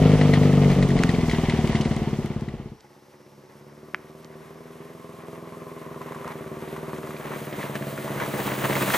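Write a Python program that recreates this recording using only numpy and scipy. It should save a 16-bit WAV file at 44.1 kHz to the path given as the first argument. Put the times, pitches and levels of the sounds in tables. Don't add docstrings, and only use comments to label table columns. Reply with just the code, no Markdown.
import sys
import numpy as np
from scipy import signal
from scipy.fft import rfft, irfft, next_fast_len
from scipy.io import wavfile
from scipy.ndimage import uniform_filter1d, map_coordinates

SR = 44100
rng = np.random.default_rng(int(sys.argv[2]) if len(sys.argv) > 2 else 0)


def materialize(psi):
    bounded = np.clip(np.atleast_2d(psi).T, -1, 1)
    quanta = np.round(bounded * 32767).astype(np.int16)
    wavfile.write(sys.argv[1], SR, quanta)


def voltage_ratio(decibels):
    exponent = np.asarray(decibels, float) / 20
    return 10 ** exponent


N = 395577
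TIME = np.arange(N) / SR
COARSE = np.arange(0, N + 64, 32) / SR


def unit(x):
    return x / np.sqrt(np.mean(x ** 2) + 1e-20)


def along(points, hz):
    f, v = np.transpose(points)
    return np.interp(np.log(hz + 1), np.log(f + 1), v)


def curves(rows, at):
    s, *cols = np.transpose(rows)
    return [np.interp(at, s, c) for c in cols]


def noise():
    return rng.standard_normal((2, N))


def wobble(rate):
    knots = rng.standard_normal(int(N * rate / SR) + 4)
    return np.interp(TIME, COARSE, map_coordinates(knots, [COARSE * rate]))


def filtered(x, response):
    m = next_fast_len(N + SR // 2)
    return irfft(rfft(x, m) * response(np.fft.rfftfreq(m, 1 / SR)), m)[..., :N]


def stereo(pair, spectrum, alike):
    def mid_side(hz):
        turn = np.arccos(np.clip(along(alike, hz), -1, 1)) / 2
        return voltage_ratio(along(spectrum, hz)) * [np.cos(turn), np.sin(turn)]

    mid, side = filtered(pair, mid_side)
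    return unit(np.array([mid + side, mid - side]))


def still_forest(alike):
    # frequency in Hz, level in dB
    insects_colour = [(1500, -60), (3000, 4), (4800, 15), (5800, 17), (6800, 3), (11200, -19), (12150, -13),
                      (13000, -20), (16000, -32)]
    return voltage_ratio(-68.5) * stereo(noise(), insects_colour, alike)


def trees(x, alike):
    # frequency in Hz, time to fall 60 dB in seconds
    tree_decay = [(100, 0.44), (500, 0.4), (2000, 0.43), (8000, 0.58)]
    hz, t, z = signal.stft(rng.standard_normal((2, SR // 2)), SR, nperseg=256)
    fall = voltage_ratio(-60 * t / along(tree_decay, hz)[:, None])
    tail = signal.istft(z * fall, SR, nperseg=256)[1]
    late = np.pad(x, (500, 0))[None]
    pair = signal.fftconvolve(late, tail / np.linalg.norm(tail[0]), axes=1)[:, :N]
    return stereo(pair, [(20, 0)], alike) * np.std(x)


def snaps(rows):
    lead = SR // 500
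    out, t = np.zeros(N), np.arange(-lead, SR // 200) / SR

    def swing(cycles):
        return -np.cos(2 * np.pi * cycles) * np.exp(-((cycles - .13) / .62) ** 2)

    for s, db, hz, echo_ms, echo_db in rows:
        echo = voltage_ratio(echo_db) * swing(hz * (t - echo_ms / 1000))
        out[round(s * SR) - lead - 1:][:len(t)] += voltage_ratio(db) * (swing(hz * t) + echo)
    return out * voltage_ratio([[-.45], [.45]])


def crunch(rate, spread_db):
    hit = rng.random((2, N)) < rate * voltage_ratio(3.5 * wobble(20)) / SR
    out = np.zeros((2, N))
    size_db = spread_db * rng.exponential(size=hit.sum()).clip(0, 1.9)
    out[hit] = rng.standard_normal(hit.sum()) * voltage_ratio(size_db)
    return out


def gravel_bed(beat, colour, alike, grain):
    grind = noise() + grain * unit(crunch(rate=900, spread_db=3.5))
    return stereo(grind * voltage_ratio(2.6 * beat + 0.7 * wobble(12) + 1.6 * wobble(35)), colour, alike)


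def tyre_hiss(colour, alike):
    grit = noise() + 0.77 * unit(crunch(rate=2500, spread_db=1))
    return stereo(grit * voltage_ratio(.5 * wobble(16) + .6 * wobble(40)), colour, alike)


def stones(rows, rise_s, t60_s, grit_db, pan_db, scatter_db, overtone):
    out, t = np.zeros((2, N + SR)), np.arange(SR // 12) / SR
    bright = signal.butter(2, [3000, 9000], "band", fs=SR)
    for s, db, hz, crack_db in rows:
        life, side = rng.standard_normal(2)
        ring = -np.sin(2 * np.pi * hz * t) - 0.22 * np.sin(2 * np.pi * overtone * hz * t)
        ring *= 1 - np.exp(-t / rise_s)
        ring *= voltage_ratio(-60 * t / abs(t60_s * voltage_ratio(1.5 * life)))
        crack, grit = rng.standard_normal((2, len(t)))
        crack = signal.lfilter(*bright, crack) * voltage_ratio(crack_db + 6 - 60 * t / .008)
        around_ring = signal.butter(2, [hz * .7, hz * 1.9], "band", fs=SR)
        grit = signal.lfilter(*around_ring, grit) * voltage_ratio(grit_db - 60 * t / .055)
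        grit *= 1 - np.exp(-t / .002)
        left_db = (pan_db + scatter_db * side) / 2
        start = round(s * SR)
        out[:, start:start + len(t)] += voltage_ratio(db + 4) * (ring + crack + grit) * voltage_ratio([[left_db], [-left_db]])
    return filtered(out[:, :N], lambda hz: (1j * hz / (300 + 1j * hz)) ** 2)


def crank(speed):
    done = np.cumsum(curves(speed, TIME)[0]) / SR
    return done - np.interp(speed[0][0], TIME, done)


def firing_beat(speed):
    return np.exp(-3.5 * (crank(speed) % 1))


def valves(speed):
    # frequency in Hz, level in dB
    tick_colour = [(9000, -60), (12500, -14), (14300, 0), (16000, 0)]
    halves = 2 * (crank(speed) - .68)
    since_s = halves % 1 / 2 / curves(speed, TIME)[0]
    size = np.where(halves // 1 % 2, .45, 1) * voltage_ratio(3 * wobble(25) - 60 * since_s / .012)
    return unit(filtered(size * rng.standard_normal(N), lambda hz: voltage_ratio(along(tick_colour, hz))))


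def gear_whine(speed, beat):
    teeth = 51
    tone = np.sin(2 * np.pi * teeth * crank(speed) + .9 * wobble(60))
    return unit(voltage_ratio(9 * beat) * (.2 + wobble(140)) * tone)


def engine_roar(beat, colour, alike, beat_db):
    return stereo(noise() * voltage_ratio(beat_db * beat + 0.44 * wobble(15)), colour, alike)


def resonance(hz, centre_hz, width_hz):
    return 1j * hz * width_hz / (centre_hz ** 2 - hz ** 2 + 1j * hz * width_hz)


def exhaust(speed, fire, pipe, boxes, turns_s, rasp, width_ms, loop_ms, loop_gain, scatter_db, heat_scatter):
    # time in seconds, level lost in dB (negative)
    weak_fires = [
        (.175, -9.5),
        (.743, -13),
        (.871, -15),
    ]
    # time in seconds, half length in seconds, lateness in ms
    wheel_jolts = [(.375, .074, 1.2), (.829, .11, 2.4), (1.111, .086, 2), (1.37, .087, 4.2),
                   (1.851, .149, 1.8), (2.047, .075, -2), (2.959, .091, .6), (3.267, .069, 2.2),
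                   (3.925, .152, -2.2), (4.09, .111, 1), (4.275, .067, -2.6), (4.455, .048, -.8),
                   (4.876, .043, .8), (4.989, .272, 1.4), (5.05, .035, -.8), (5.269, .053, 2.1),
                   (5.851, .077, 1.3), (6.322, .108, -6.4), (6.714, .158, 3.5), (7.038, .058, 1.7),
                   (7.159, .061, -.8), (7.556, .025, -4.6), (8.067, .105, 2.3), (8.557, .227, 3.8),
                   (8.796, .06, -2.4)]
    cycle = crank(speed)
    half = np.arange(-1, int(2 * np.interp(speed[-1][0], TIME, cycle)))
    weak = half % 2
    chance = rng.standard_normal((len(half), 3))
    when = np.interp(half / 2, cycle, TIME)
    strong_db, share = curves(fire, when)
    size = voltage_ratio(strong_db + scatter_db * chance[:, 0])
    size *= np.where(weak, share + .045 * chance[:, 1], 1)
    for miss_s, lost_db in weak_fires:
        size *= voltage_ratio(lost_db * (abs(when - miss_s) < .008))
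    rate = .5 / np.gradient(when)
    heat = np.sqrt(rate / 19) * (1 + heat_scatter * chance[:, 2])
    when = when + sum(late_ms / 1000 * np.exp(-((when - s) / half_s) ** 2) for s, half_s, late_ms in wheel_jolts)

    ms = np.arange(-SR // 200, SR // 16) * 1000 / SR
    shape = sum(loop_gain ** trip * g * np.exp(-.5 * ((ms - late_ms - trip * loop_ms) / width_ms) ** 2)
                for late_ms, g in pipe for trip in range(4))
    blows = size[:, None] * np.interp(ms * heat[:, None], ms, shape, right=0)
    at = np.round((when[:, None] + ms / 1000) * SR).astype(int)
    inside = (at >= 0) & (at < N)
    gas = np.bincount(at[inside], blows[inside], N) * (TIME / .0015).clip(0, 1)

    def outlet(hz, box):
        silencer = 1 + sum(g * resonance(hz, c, w) for c, w, g in box)
        rasp_hz, rasp_width_hz, rasp_gain = rasp
        tailpipe = rasp_gain * resonance(hz, rasp_hz, rasp_width_hz) ** 2
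        open_end = (1j * hz / (38 + 1j * hz)) ** 2
        return (silencer + tailpipe) * open_end

    late = np.interp(TIME, turns_s, [0, 1])
    both = np.array([gas * (1 - late), gas * late])
    return filtered(both, lambda hz: [outlet(hz, box) for box in boxes]).sum(axis=0)


def riding_away():
    # time in seconds, four-stroke cycles per second
    speed_away = [(0.0193, 25.873), (0.8148, 23.7), (1.3799, 19.513), (2.0815, 17.958), (2.2057, 17.354),
                  (2.8, 16.431)]
    # time in seconds, strong cylinder in dB, weak cylinder's share 0-1
    fire_away = [(.02, -4, .6), (.3, -6, .64), (.5, -5, .6), (.92, -7, .68), (.98, -6.5, .4),
                 (1.46, -10, .26), (1.59, -8, .27), (2.02, -8, .05), (2.5, -8, .3)]
    # delay in ms, signed size
    pipe_away = [(-1.8, .62), (0, -1.1), (1.7, .3), (3.3, .72), (5.2, -.3), (6.3, .12), (7.6, -.28),
                 (9, -.1), (10.9, .33)]
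    # centre in Hz, width in Hz, signed gain
    box_load = [(51, 17, 0.14), (104, 16, 1.34), (146.7, 15, 1.23), (289, 104, -0.31), (523, 30, 0.13),
                (560, 27, 0.77), (716, 34, -0.58)]
    box_shut = [(75.4, 11, 2.2), (144, 170, -0.12), (216, 16, 0.2), (466, 20, 2.04), (516, 37, -1.6),
                (680, 45, 1)]
    # time in seconds, peak in dB, ring in Hz, crack relative in dB
    stones_away = [(.1183, -33, 1940, -30), (.2128, -17, 1970, -29), (.3368, -12, 2030, -33),
                   (.4319, -22.5, 1970, -23), (.5272, -24, 1790, -25), (.6235, -31, 1920, -28),
                   (.6449, -25, 2120, -21), (.7173, -23, 2100, -21), (.8255, -14.5, 1950, -35),
                   (.8885, -25, 2030, -15), (.9043, -23, 1810, -25), (.9892, -19.5, 2040, -21),
                   (1.0365, -23, 2210, -6), (1.0915, -16, 1940, -21), (1.1475, -22, 2260, -36),
                   (1.2108, -25, 2040, -30), (1.257, -30, 2040, -28), (1.296, -16.5, 2160, -29),
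                   (1.3128, -15.5, 2000, -28), (1.346, -22, 1920, -33), (1.4533, -29, 2200, -29),
                   (1.497, -14, 2036, -23.5), (1.5429, -31, 1940, -25), (1.6506, -33, 2120, -27),
                   (1.674, -23.5, 2220, -16), (1.7534, -18.5, 2060, -27), (1.8103, -20.5, 3000, -29),
                   (1.8512, -19.5, 2100, -29), (1.9335, -27, 2020, -28), (1.9644, -25, 2050, -13),
                   (2.03, -38, 1520, -7), (2.2598, -28.5, 2080, -6.5), (2.4094, -32.5, 1740, -9.5),
                   (2.486, -21, 1950, -24)]
    # time in seconds, peak in dB, ring in Hz, echo in ms, echo in dB
    snaps_away = [
        (1.0361, -18, 6300, .16, 0),
        (1.0364, -7.5, 1800, .75, -11),
        (1.0363, -17, 3600, 1.2, -8),
    ]
    # time in seconds, nearness in dB
    tyres_away = [(0, -3.5), (1.1, -5.5), (1.85, -6.5), (2.4, -11.5)]
    # frequency in Hz, level in dB
    roar_away = [(15, -26), (40, 8), (62, 3), (90, -5), (150, -8), (250, -6), (400, -1), (700, -16),
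                 (1150, -16), (1500, -21), (2500, -120)]
    gravel_away = [(410, -45), (700, 3.5), (780, -3), (1180, -8.5), (1330, -16.5), (1990, -5.5),
                   (2490, -11.5), (3000, -10), (6000, -27.5), (7800, -70), (13200, -120)]
    hiss_away = [(2350, -50), (4000, -6), (4650, -5), (5970, -4.5), (8210, -9), (9890, -11), (10800, -9.5),
                 (14200, -11.5), (15300, -27), (16000, -87)]
    # frequency in Hz, left-right likeness -1 to 1
    alike_away = [(60, 0.75), (150, 1), (380, 0.99), (950, 1), (2400, 0.93), (6000, 0.059), (9600, -0.34),
                  (10600, -0.95), (15000, -0.51)]

    beat = firing_beat(speed_away)
    tyres_db, = curves(tyres_away, TIME)
    roar_db = curves(fire_away, TIME)[0] - 22.5
    around = voltage_ratio(roar_db) * engine_roar(beat, roar_away, alike_away, beat_db=4.5)
    around += voltage_ratio(tyres_db - 29.5) * gravel_bed(beat, gravel_away, alike_away, grain=0.79)
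    around += voltage_ratio(0.76 * tyres_db - 41.5) * tyre_hiss(hiss_away, alike_away)
    around += voltage_ratio(-48) * gear_whine(speed_away, beat)

    hits = stones(stones_away, rise_s=.0011, t60_s=.012, grit_db=-7, pan_db=3.5, scatter_db=3, overtone=2.02)
    hits += snaps(snaps_away)
    blows = exhaust(speed_away, fire_away, pipe_away, (box_load, box_shut), turns_s=(0.83, 1.17),
                    rasp=(711, 343, 4.1), width_ms=.66, loop_ms=13, loop_gain=.3,
                    scatter_db=.8, heat_scatter=.018)
    near = blows * voltage_ratio([[.8], [-.8]]) + hits
    near += voltage_ratio(-18) * trees(blows + hits.mean(axis=0), alike_away)
    return (near + around) * np.interp(TIME, (1.747, 2.844), [1, 0])


def coming_near():
    # time in seconds, four-stroke cycles per second
    speed_near = [(2.8453, 16.66), (3.4295, 17.03), (4.0261, 19.059), (5.1217, 21.112), (6.2991, 19.92),
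                  (6.5664, 18.828), (6.7102, 19.463), (7.8749, 17.271), (8.97, 16.331)]
    # time in seconds, strong cylinder in dB, weak cylinder's share 0-1
    fire_near = [(2.9, -42.5, 0.16), (3.15, -41, 0.15), (3.4, -38.5, 0.23), (3.9, -34.5, 0.36),
                 (5, -31.5, 0.11), (5.3, -29.5, 0.029), (6.9, -22.5, 0.012), (7.3, -25, 0.17),
                 (8, -21.5, 0.089), (8.75, -16.5, 0.27)]
    # delay in ms, signed size
    pipe_near = [(-1.2, .38), (0, -1.3), (1.2, .25), (2.4, .25), (4, .72), (5.2, -.18), (6, -.25),
                 (6.9, .12), (7.9, -.22), (8.8, .2), (9.9, -.2), (11, .5), (11.9, .15)]
    # centre in Hz, width in Hz, signed gain
    box_far = [(72, 8.3, 1.6), (102, 4.7, 0.016), (140.5, 5, 0.49), (206, 7.3, 0.63), (313, 25, -0.61),
               (378, 15, 0.51), (503, 40, 1.2), (625, 55, 0.08), (692, 43, 1.3)]
    box_close = [(98.4, 4.9, -1.2), (139, 11.6, 0.71), (194, 10, 2.2), (327, 32, -0.28), (375, 40, -0.19),
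                 (500, 38, 1.1), (646, 34, 1.8), (671, 35, 1.9)]
    # time in seconds, peak in dB, ring in Hz, crack relative in dB
    stones_near = [(5.9439, -28, 990, -31), (6.0162, -27, 1190, -23), (6.0632, -34, 1000, -28),
                   (6.0851, -28, 940, -27), (6.122, -24.5, 980, -28), (6.1474, -25.5, 1120, -25),
                   (6.2462, -27, 1160, -26), (6.2786, -22.5, 1000, -21), (6.3194, -28, 1100, -23),
                   (6.4718, -31, 1090, -30), (6.655, -40, 2100, -30), (6.68, -33, 1830, -28),
                   (6.7641, -23, 1080, -30), (6.8938, -27, 1130, -30), (6.9321, -22, 1100, -40),
                   (6.983, -26, 925, -25), (7.032, -25, 1130, -30), (7.0729, -28, 1050, -25),
                   (7.1072, -24, 1200, -28), (7.21, -34, 1750, -28), (7.2709, -31, 1180, -28),
                   (7.165, -32.5, 2370, -22), (7.2321, -31, 900, -30), (7.3194, -23, 1160, -26),
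                   (7.5269, -24.5, 1900, -30), (7.612, -26, 2050, -30), (7.622, -31, 2300, -28),
                   (7.63, -24, 1820, -35), (7.652, -34, 2600, -23), (7.7548, -19.5, 1780, -17),
                   (7.8242, -27, 1810, -30), (7.9778, -23, 1440, -31), (8.0785, -20.5, 1000, -40),
                   (8.1159, -28, 2000, -28), (8.2013, -19.5, 1550, -28), (8.2612, -22, 1200, -18),
                   (8.3331, -38, 1230, -28), (8.4024, -21, 1810, -23), (8.4543, -31, 1290, -25),
                   (8.4766, -18, 945, -28), (8.487, -30, 2500, -17), (8.519, -31, 2200, -20),
                   (8.536, -26, 2000, -20), (8.589, -28, 1940, -28), (8.6199, -32, 1740, -28),
                   (8.6423, -16, 1960, -25), (8.7, -23, 1880, -20), (8.7287, -17, 2030, -25),
                   (8.754, -14.5, 2120, -20), (8.8214, -17, 1760, -24), (8.9037, -12, 1630, -30),
                   (8.9386, -8.5, 1610, -27)]
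    # time in seconds, peak in dB, ring in Hz, echo in ms, echo in dB
    snaps_near = [(2.8012, -52, 4000, 1, 0), (2.8033, -50, 4500, 1.3, -2), (2.8065, -42, 5600, 1, 1),
                  (2.8071, -42, 4600, .9, 0), (2.8088, -45, 5000, 1.3, -3), (3.4596, -49, 4600, .7, -5),
                  (3.94605, -7.5, 1780, 1.85, -19), (3.9464, -31, 3500, .28, 0),
                  (3.94605, -34, 5000, .2, 0), (3.9479, -42, 5600, .18, 0), (3.9462, -49, 7500, .4, -3),
                  (3.9492, -33, 1900, 1, -1), (3.9514, -33, 1600, 1.3, -3), (3.9555, -36, 2200, 1.6, -3),
                  (4.1066, -51, 4400, .7, -5), (4.2461, -32.5, 5000, .7, -4)]
    # time in seconds, half length in seconds, change in dB
    loose_patches = [(6.078, .07, 3), (6.19, .04, 4), (6.29, 0.062, 7), (6.51, 0.057, -1.5),
                     (6.698, 0.068, 2.5), (6.93, 0.04, 2), (7.325, 0.067, 5), (7.614, 0.089, 4.5),
                     (7.762, 0.014, 10), (7.687, 0.025, -2), (8.222, 0.026, 2.5), (8.39, 0.016, 3),
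                     (8.474, 0.014, 3), (8.536, 0.01, 2), (8.57, 0.0087, -6), (8.656, 0.012, 9),
                     (8.822, 0.014, 5.5), (8.68, .012, -1.5), (8.857, 0.02, -4), (8.917, .01, -2),
                     (3.3, .45, -2.5), (5.95, 0.085, -2), (8.95, 0.01, 4.5)]
    # time in seconds, level over the firing in dB
    whine_load = [(2.9, -22), (3.4, -25), (3.8, -33), (4.7, -28), (5, -22), (5.8, -21.5), (6.31, -20),
                  (6.38, -32), (6.9, -30), (8, -50)]
    # frequency in Hz, level in dB
    roar_near = [(40, -34), (75, -20), (150, -5), (260, -2.5), (380, 2.5), (520, -1), (640, -4), (780, -13),
                 (1080, -5), (1500, -12.5), (2500, -120)]
    gravel_near = [(30, -11), (410, 4), (760, 2.5), (967, 4.5), (1390, -1), (2060, -0.5), (2440, -8),
                   (4150, -18.5), (5150, -73), (6000, -15), (7800, -64), (13200, -120)]
    hiss_near = [(150, -29), (2350, 3), (4000, -2.5), (5440, -8.5), (6740, -4.5), (7440, -6.5), (8070, -5),
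                 (10900, -6), (11500, -7), (12150, -1.5), (12900, -8), (14800, -2.5), (15500, 1.5),
                 (16000, -28)]
    # frequency in Hz, left-right likeness -1 to 1
    alike_near = [(60, 0.75), (300, 0.68), (1000, 0.64), (3800, 0.89), (6000, 0.97), (10000, 1)]

    arrives_s, approach_mps = 9.335, 8.55
    metres = approach_mps * (arrives_s - TIME).clip(.2)
    tyres_db = -20 * np.log10(metres)
    loose = sum(db * np.exp(-((COARSE - s) / half_s) ** 2) for s, half_s, db in loose_patches)
    loose_db = np.interp(TIME, COARSE, loose)
    gravel_db = tyres_db - 0.15 * metres - 15 + loose_db
    hiss_db = 1.282 * tyres_db - 0.069 * metres - 16.5 + .45 * loose_db
    firing_db = curves(fire_near, TIME)[0]
    whine_db = firing_db + curves(whine_load, TIME)[0]

    beat = firing_beat(speed_near)
    around = still_forest(alike_near)
    around += voltage_ratio(gravel_db) * gravel_bed(beat, gravel_near, alike_near, grain=0.88)
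    around += voltage_ratio(hiss_db) * tyre_hiss(hiss_near, alike_near)
    around += voltage_ratio(hiss_db + 3 + .3 * tyres_db - 8) * valves(speed_near)
    around += voltage_ratio(whine_db) * gear_whine(speed_near, beat)
    around += voltage_ratio(firing_db - 20.5) * engine_roar(beat, roar_near, alike_near, beat_db=-8)

    hits = stones(stones_near, rise_s=.0003, t60_s=.008, grit_db=-7, pan_db=0, scatter_db=0, overtone=1.35)
    hits += snaps(snaps_near)
    blows = exhaust(speed_near, fire_near, pipe_near, (box_far, box_close), turns_s=(6.78, 7.5),
                    rasp=(1163, 315, 10.1), width_ms=.42, loop_ms=13, loop_gain=.6,
                    scatter_db=.9, heat_scatter=.008)
    blows = filtered(blows, lambda hz: (1j * hz / (56 + 1j * hz)) ** 3)
    near = blows + hits + voltage_ratio(-14) * trees(blows + .3 * hits.mean(axis=0), alike_near)
    return (near + around) * np.interp(TIME, (2.3, 2.85), [0, 1])


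def scene():
    return riding_away() + coming_near()


def treble_survives(hz, t):
    from_hz, band_hz = 10350, 690
    band = ((hz - from_hz) // band_hz).clip(0).astype(int)
    shared_luck = unit(uniform_filter1d(rng.standard_normal(len(t)), size=3))
    luck = 1.1 * rng.standard_normal((band.max() + 1, len(t))) + shared_luck
    lucky = luck[band] > np.interp(t, (1.95, 2.2), [-.25, -4])
    return lucky | (hz[:, None] < from_hz) | (t < .03)


def roll_off(x):
    return signal.sosfilt(signal.butter(12, 16230, fs=SR, output="sos"), x)


def record(dry):
    # start in seconds, highest frequency in Hz
    treble_limit = [(0, 15000), (1.92, 14300), (2.65, 13700), (5.62, 14300), (7.18, 15200), (8.3, 15850)]

    def lead(hz):
        turn = np.pi * hz * 3.35 / SR / (1 + (hz / 2500) ** 2)
        return np.exp(1j * turn * np.array([[1], [-1]]))

    hz, t, z = signal.stft(filtered(dry, lead), SR, nperseg=2048)
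    since_s, top_hz = np.transpose(treble_limit)
    limit_hz = top_hz[np.searchsorted(since_s, t, "right") - 1]
    kept = treble_survives(hz, t) & (hz[:, None] < limit_hz)
    mix = signal.istft(z * kept, SR, nperseg=2048)[1][:, :N]
    return roll_off(mix)


dry = scene()
out = record(dry)
materialize(out)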